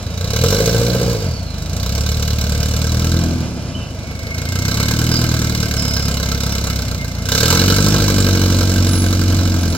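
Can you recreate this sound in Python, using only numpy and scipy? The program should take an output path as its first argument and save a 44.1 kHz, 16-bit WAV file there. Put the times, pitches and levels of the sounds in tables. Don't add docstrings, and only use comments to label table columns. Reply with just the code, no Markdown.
import sys
import numpy as np
from scipy import signal
from scipy.fft import rfft, irfft, next_fast_len
from scipy.io import wavfile
from scipy.ndimage import uniform_filter1d

SR = 44100
rng = np.random.default_rng(int(sys.argv[2]) if len(sys.argv) > 2 else 0)


def attenuation_scalar(level_db):
    decades = np.asarray(level_db, float) / 20
    return 10 ** decades


def wrap_up_sound(samples):
    columns = np.atleast_2d(samples).T
    tamed = np.clip(columns, -1, 1)
    steps = np.round(tamed * 32767).astype(np.int16)
    wavfile.write(sys.argv[1], SR, steps)


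N = 430857
T = np.arange(N) / SR

# (centre [Hz], width [Hz], depth [0-1])
GROUND_DIPS = [(1860, 110, .88), (2600, 90, .35), (3270, 90, .25)]
# (frequency [Hz], phase [rad])
PORT_LAG = [(0, 0), (1030, 0.2), (1290, 0.9), (1550, 0.7), (1980, 0.7), (2410, 5.5), (2930, 6.1),
            (5770, 9.1), (6630, 10.5), (7840, 15.6), (8700, 16.7), (11900, 18.6), (14700, 22.6),
            (16000, 24.3)]
# (frequency [Hz], level [dB])
PORT_DB = [(60, 0.5), (110, 0.0), (200, -0.5), (380, -0.5), (700, -1.0), (1290, -1.5), (2380, -2.0),
           (4400, -7.5), (8120, -3.0), (15000, -2.5)]
# (frequency [Hz], likeness [0-1])
ALIKE = [(300, .98), (700, .95), (1500, .88), (3000, .7), (8000, .58), (16000, .5)]

# (frequency [Hz], density [dB/Hz])
RATTLE = [(45, -4.5), (88, 3.5), (150, 2), (240, -3), (355, -15), (679, -7.5), (764, -17.5), (1960, -20),
          (2200, -18), (3660, -26), (5420, -21.5), (10400, -38), (15000, -65), (16300, -61)]
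# (time [s], length [s], start pitch [Hz], width [Hz], level [dB])
SQUEAKS = [
    (3.73, .22, 3040, 90, -34),
    (3.715, .25, 2740, 200, -40),
    (5.11, .14, 5050, 300, -18.5),
    (5.62, .05, 5230, 200, -24.5),
    (5.76, .42, 5270, 260, -23),
    (6.42, .07, 5200, 250, -26),
    (6.5, .07, 5570, 200, -21.5),
    (8.865, .32, 10800, 110, -29),
    (9.61, .03, 10550, 110, -39),
    (9.68, .25, 10520, 90, -39),
]
# (time [s], pitch [Hz], level [dB])
FAN = [
    (0, 4100, -39),
    (.15, 3780, -41),
    (.45, 4000, -40),
    (.8, 4500, -39),
    (1.05, 4780, -36),
    (1.3, 4700, -40),
    (1.45, 4250, -35),
    (1.66, 3790, -45),
]
# (time [s], pitch [Hz], level [dB])
GEAR = [
    (4.0, 2250, -42),
    (4.25, 2185, -32),
    (4.55, 2135, -32),
    (4.85, 2180, -29.5),
    (4.95, 2130, -39),
    (6, 2130, -35),
    (6.6, 2120, -39),
    (7.1, 2120, -37),
]

# (frequency [Hz], density [dB/Hz])
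JET = [(500, -43), (900, -31), (1300, -30.5), (2100, -5.5), (3300, -10), (5000, 0.5), (7400, -13.5),
       (8500, -14.5), (10300, -26), (12000, -14), (14000, -13), (16000, -13.5)]
# (frequency [Hz], width [Hz], level [dB])
FRAME = [(2215, 67, -7), (2960, 150, -9), (3600, 130, -11), (4033, 220, -2.2), (4570, 83, -18.5),
         (5580, 200, -5), (6220, 150, -5), (7575, 660, -3)]
# (frequency [Hz], width [Hz], level [dB])
CLANG = [(1054, 260, -7), (1323, 54, -6.5), (1558, 89, -1.5)]
# (frequency [Hz], width [Hz], level [dB])
HEADER = [(464, 46.3, 10), (498, 38, 2.5), (529, 26.5, 0.5), (658, 78, -3.5)]
# (frequency [Hz], width [Hz], level [dB])
MUFFLER = [(252.7, 18.2, 0.37), (333.3, 53, 0.1)]
# (frequency [Hz], width [Hz], level [dB])
SKID_PLATE = [(148, 36, 0.1)]
HEADER_RUNG_DB = [-8, -10, 0, -6]
CAN_RUNG_DB = [-6, 0, -7, -1]
CLANG_RUNG_DB = [-5, -2.5, 0, -2]
PLATE_RUNG_DB = [-18, 0, -18, -14]
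# (time [s], level [dB])
HEADERS_IN_VIEW = [(0, 5), (.3, 0.5), (.5, 8.5), (1.2, 12), (1.5, -4.5), (3.2, -1.5), (3.8, 7), (4.6, -5),
                   (7.2, -4.5), (7.7, -1), (8.3, 1), (9.77, -2.5)]
# (gas level [dB], share [0-1])
PULSED_BY_GAS = [(-51, 0.45), (-35, 1), (-53.5, 0.85), (-37.5, 0.91)]

# (frequency [Hz], level [dB])
BASS = [(25, -36), (50, -26), (92, -16.5), (106, -21.5), (121, -16), (138, -21), (153, -24), (180, -19.5)]
ORDER_DB = [1, 1.3, -4.5]
# (order [-], level [dB])
UPPER = [(4, 3.5), (5, 3.25), (6, -0.5), (7, -2.5), (8, -6), (9, -38.5), (10, -49)]
# (frequency [Hz], level [dB])
PIPE = [(105, 2), (135, -1), (185, 0), (230, -2.9), (280, -2.5), (330, 3), (385, 3.5), (450, -52)]
NOTE_SCATTER_DB = [.6, 1.1]
# (time [s], silencer can in view [dB], boom off near rock [dB])
STANCE = [(0, -7, 4.5), (1.0, -2, 3), (1.8, -21.5, 0), (2.7, -11.5, -1.5), (3.3, 20, 1), (4.4, 10, 5),
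          (5.1, 16, 5), (5.7, 11, 3.5), (6.3, 6.5, -2), (7.1, 6.5, 0), (7.6, 15, 3.5), (8.6, 14.5, 0),
          (9.3, 17, -6.5), (9.77, 18, -5.5)]
# (time [s], thump level [dB], gas level [dB])
LOAD = [(0, -7, -47.5), (.12, -7.5, -42.5), (.45, 0, -25.5), (1.09, -4, -34), (1.42, -6.5, -48),
        (1.66, -3.5, -41), (1.9, -0.5, -33), (3.15, 0.5, -32.5), (3.45, -7, -47), (3.75, -11, -53),
        (4.11, -12, -46.5), (4.75, -2.5, -28.5), (5.45, -2.5, -31.5), (6.67, -2, -32), (7.2, -7, -42.5),
        (7.36, -1.5, -20.5), (7.9, 2, -26), (9.77, -3.5, -35)]
# (thump level [dB], gas level [dB], lateness [firing periods])
CYLINDERS = [(-1.2, -2.3, .013), (.8, .1, -.008), (-.3, .5, -.013), (1.3, -.6, .008)]
# (time [s], rate [firings/s])
RATE = [(0, 23.71), (.35, 33.89), (.58, 55.19), (1.11, 63.34), (1.47, 21.67), (2.06, 37.82), (2.59, 36.3),
        (3.32, 43.25), (3.91, 23.15), (4.41, 27.32), (5.1, 41.14), (5.98, 34.18), (6.74, 33.93),
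        (7.24, 26.4), (7.49, 43.96), (7.93, 52.04), (8.31, 46.58), (9.77, 45.75)]

TREES_T60_S, TREES_DB = 0.63, -10.5
RATTLE_DB, SQUEAK_SAG = -28.5, .032
CAN_DB, SKID_PLATE_DB, CLANG_DB = -41, -43.5, 3.5
METAL_SCATTER_DB = 2.3
CLANG_IN_VIEW, UPPER_IN_VIEW = 0.12, 0.15
ROCK_MASKS, ROCK_ON_FOURTH = 0.44, 0.69
EDGE_IN_VIEW = 0.67
UPPER_DB = -32
HIDDEN_DB_PER_OCTAVE, IN_VIEW_DB = 0.4, 14
PULSED_LOSS_PER_OCTAVE, PULSED_FROM_HZ = 0.3, 39.4
BURST_RISE_S = .0007
START_TURN, JITTER = .35, .004
FLYWHEEL_S, LIFT_OFF_S, LIFT_SAG_HZ_PER_S = .205, 9.47, 13.7
LOW_CUT_HZ, TOP_HZ = 32, 15850


def curves(table):
    s, *columns = np.transpose(table)
    return [np.interp(T, s, c) for c in columns]


def unit(x):
    return x / np.sqrt(np.mean(x ** 2))


def smooth(x, k, **edge):
    return uniform_filter1d(uniform_filter1d(x, k, **edge), k, **edge)


def even(x, span_s=0.16):
    return x / np.sqrt(smooth(x ** 2, int(span_s * SR)) + 1e-12)


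def ring(x, hz, width):
    return signal.lfilter(*signal.iirpeak(hz, hz / width, SR), x)


def on_bins(table, size):
    hz, value = np.transpose(table)
    return np.interp(np.log(np.arange(size // 2 + 1) * SR / size + 1), np.log(hz + 1), value)


def colour(x, table):
    size = next_fast_len(N)
    return unit(irfft(rfft(x, size) * attenuation_scalar(on_bins(table, size)), size)[:N])


def walk(rate, count=N):
    k = int(SR / rate)
    held = np.repeat(rng.standard_normal(N // k + 1), k)[:count]
    return 1.3 * smooth(held, k)


def trees(size):
    t = T[:SR // 2]
    echo = rng.standard_normal((2, len(t))) * (t > .015) * np.exp(-np.log(1000) * t / TREES_T60_S)
    return attenuation_scalar(TREES_DB) * rfft(echo / np.sqrt(np.sum(echo[0] ** 2)), size)


def ground(bins_hz):
    dips = [1 - depth / (1 + ((bins_hz - dip_hz) / width) ** 2) for dip_hz, width, depth in GROUND_DIPS]
    return np.prod(dips, axis=0)


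def rattle(hz):
    level_db = RATTLE_DB + 5.7 * np.log2(hz / 27) + 1.36 * walk(25)
    return attenuation_scalar(level_db) * colour(rng.standard_normal(N), RATTLE)


def squeaks():
    out = np.zeros(N + SR)
    for s, length, hz, width, db in SQUEAKS:
        n = int(length * SR)
        part = np.arange(n) / n
        shape = np.minimum(part / 0.1, 1) * (1 - part) ** 0.9
        phase = 2 * np.pi * np.cumsum(hz * (1 - SQUEAK_SAG * np.sqrt(part))) / SR
        grain = walk(2 * width, n) * np.sin(phase) + walk(2 * width, n) * np.cos(phase)
        start = int(s * SR)
        out[start:start + n] += attenuation_scalar(db + 2.6 * walk(45, n)) * shape * grain
    return out[:N]


def whine(table, rough_hz):
    hz, db = curves(table)
    first_s, last_s = table[0][0], table[-1][0]
    gate = np.interp(T, [first_s - .05, first_s, last_s, last_s + 0.44], [0, 1, 1, 0])
    phase = 2 * np.pi * np.cumsum(hz) / SR
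    level = gate * attenuation_scalar(db + 2.1 * walk(30))
    return level * ((.9 + .7 * walk(rough_hz)) * np.sin(phase) + .7 * walk(rough_hz) * np.cos(phase))


def speed():
    asked = smooth(curves(RATE)[0], int(FLYWHEEL_S * SR), mode="nearest")
    return asked - LIFT_SAG_HZ_PER_S * np.clip(T - LIFT_OFF_S, 0, None)


def firings(hz):
    turns = START_TURN + np.cumsum(hz) / SR
    k = np.arange(420)
    late = np.array(CYLINDERS)[k % 4, 2] + JITTER * rng.standard_normal(len(k))
    return np.interp(k + late, turns, T, left=-.01, right=N / SR + 1)


def puffs(hz, at):
    pulsed = np.interp(curves(LOAD)[1], *np.transpose(PULSED_BY_GAS))
    blur = PULSED_LOSS_PER_OCTAVE * np.log2(np.maximum(hz / PULSED_FROM_HZ, 1))
    pulsed = np.clip(pulsed - blur, 0, 1)
    last = np.clip(np.searchsorted(at, T) - 1, 0, None)
    since = np.abs(T - at[last])
    chance = rng.standard_normal((len(at), 13))[last]
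    size_db = np.array(CYLINDERS)[last % 4, 1] + 1.5 * chance[:, 12]
    decay = np.exp(-since / 0.0063) + 0.44 * np.exp(-since / 0.018)
    burst = (1 - np.exp(-since / BURST_RISE_S)) * decay
    return pulsed * even(burst * attenuation_scalar(size_db)) + 0.84 * (1 - pulsed), chance, last % 4


def metal(modes, puff, chance, first, rung_db=0):
    total = np.zeros(N)
    for k, (hz, width, db) in enumerate(modes):
        hit_db = rung_db + METAL_SCATTER_DB * chance[:, first + k]
        hit = puff * attenuation_scalar(hit_db) * rng.standard_normal(N)
        total += attenuation_scalar(db) * ring(hit, hz, width) / np.sqrt(width)
    return even(total)


def gas(puff, chance, cylinder):
    gas_db, view_db = curves(LOAD)[1], np.maximum(curves(HEADERS_IN_VIEW)[0], 0)
    hiss = colour(rng.standard_normal(N), JET)
    edge = signal.sosfilt(signal.butter(2, 9000, "highpass", fs=SR, output="sos"), hiss)
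    jet = (hiss + 0.37 * attenuation_scalar(EDGE_IN_VIEW * view_db) * edge * puff) * puff
    frame = metal(FRAME, puff, chance, first=3)
    clang = metal(CLANG, puff, chance, first=0, rung_db=np.array(CLANG_RUNG_DB)[cylinder])
    clang_db = CLANG_DB - 5.5 + CLANG_IN_VIEW * curves(STANCE)[0]
    return attenuation_scalar(gas_db) * (attenuation_scalar(2.0) * even(jet) + attenuation_scalar(3.0) * frame + attenuation_scalar(clang_db) * clang)


def cavity(at, modes, db, scatter_db, rung_db, hiss):
    pulses = hiss * rng.standard_normal(N)
    heard = (at > 0) & (at < T[-1])
    size_db = scatter_db * rng.standard_normal(len(at)) + np.resize(rung_db, len(at))
    pulses[(at[heard] * SR).astype(int)] -= attenuation_scalar(size_db)[heard]
    rung = sum(attenuation_scalar(g) * ring(ring(pulses, hz, width), hz, 1.39 * width) / width for hz, width, g in modes)
    return attenuation_scalar(db) * even(rung)


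def exhaust(hz, at):
    thump_db, (view_db, rock_db) = curves(LOAD)[0], curves(STANCE)
    first_db, second_db, third_db = (thump_db + db + np.interp((k + 1) * hz, *np.transpose(BASS))
                                     for k, db in enumerate(ORDER_DB))
    second_db = second_db - ROCK_MASKS * rock_db
    third_db = third_db + rock_db
    upper_db = thump_db + UPPER_DB + UPPER_IN_VIEW * view_db
    k = np.arange(len(at))
    angle = 2 * np.pi * (np.interp(T, at, k) - .1)
    scatter_db = rng.standard_normal((len(at), 2)) * NOTE_SCATTER_DB
    strength_db = np.array(CYLINDERS)[k % 4, 0, None] + scatter_db
    low, high = (attenuation_scalar(np.interp(T, at + 0.00078, s)) for s in strength_db.T)
    note = attenuation_scalar(first_db) * np.cos(angle - .4)
    note -= attenuation_scalar(second_db) * np.cos(2 * angle)
    note -= attenuation_scalar(third_db) * np.cos(3 * angle)
    note *= low
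    for order, db in UPPER:
        octaves = np.log2(np.maximum(order * hz / 200, 1))
        pipe_db = np.interp(order * hz, *np.transpose(PIPE))
        pipe_db -= HIDDEN_DB_PER_OCTAVE * np.maximum(IN_VIEW_DB - view_db, 0) * octaves
        boom_db = (order == 4) * ROCK_ON_FOURTH * rock_db
        note -= high * attenuation_scalar(upper_db + db + pipe_db + boom_db) * np.cos(order * angle)
    return np.sqrt(2) * note


def scene():
    hz = speed()
    thump_db, gas_db = curves(LOAD)
    can_view_db = curves(STANCE)[0]
    at = firings(hz)
    puff, chance, cylinder = puffs(hz, at)
    tones = squeaks() + whine(FAN, 380.) * np.sqrt(puff) + whine(GEAR, 110.)
    tones += cavity(at, HEADER, gas_db + curves(HEADERS_IN_VIEW)[0],
                    scatter_db=1.3, rung_db=HEADER_RUNG_DB, hiss=.005)
    tones += cavity(at, MUFFLER, CAN_DB + thump_db + can_view_db,
                    scatter_db=1.5, rung_db=CAN_RUNG_DB, hiss=.004)
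    tones += cavity(at, SKID_PLATE, SKID_PLATE_DB + thump_db + can_view_db,
                    scatter_db=2.5, rung_db=PLATE_RUNG_DB, hiss=.001)
    size = next_fast_len(N + SR)
    front, sides = (rfft(gas(puff, chance, cylinder) + rattle(hz), size) for _ in range(2))
    front = front + rfft(tones, size)
    echo = trees(size)
    alike = np.clip(on_bins(ALIKE, size), 0, 1)
    bins_hz = np.arange(size // 2 + 1) * SR / size
    lead = np.interp(bins_hz, *np.transpose(PORT_LAG))
    tilt = attenuation_scalar(on_bins(PORT_DB, size) / 2) * np.exp(.5j * lead)
    both = np.sqrt((1 + alike) / 2) * front + np.sqrt((1 - alike) / 2) * sides * np.array([[1], [-1]])
    direct = both * np.array([tilt, 1 / tilt])
    note = rfft(exhaust(hz, at), size) * (1 + attenuation_scalar(-16.0) * echo)
    return irfft(ground(bins_hz) * (direct + front * echo) + note, size)[:, :N]


def band_limit(x):
    return signal.sosfilt(signal.butter(12, 16410, fs=SR, output="sos"), x)


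def record(dry):
    heard = signal.sosfiltfilt(signal.butter(3, LOW_CUT_HZ, "highpass", fs=SR, output="sos"), dry)
    rounded = np.tanh(0.6 * heard) / 0.58
    top = signal.ellip(10, .2, 60, TOP_HZ, fs=SR, output="sos")
    return band_limit(signal.sosfilt(top, rounded))


dry = scene()
out = record(dry)
wrap_up_sound(out)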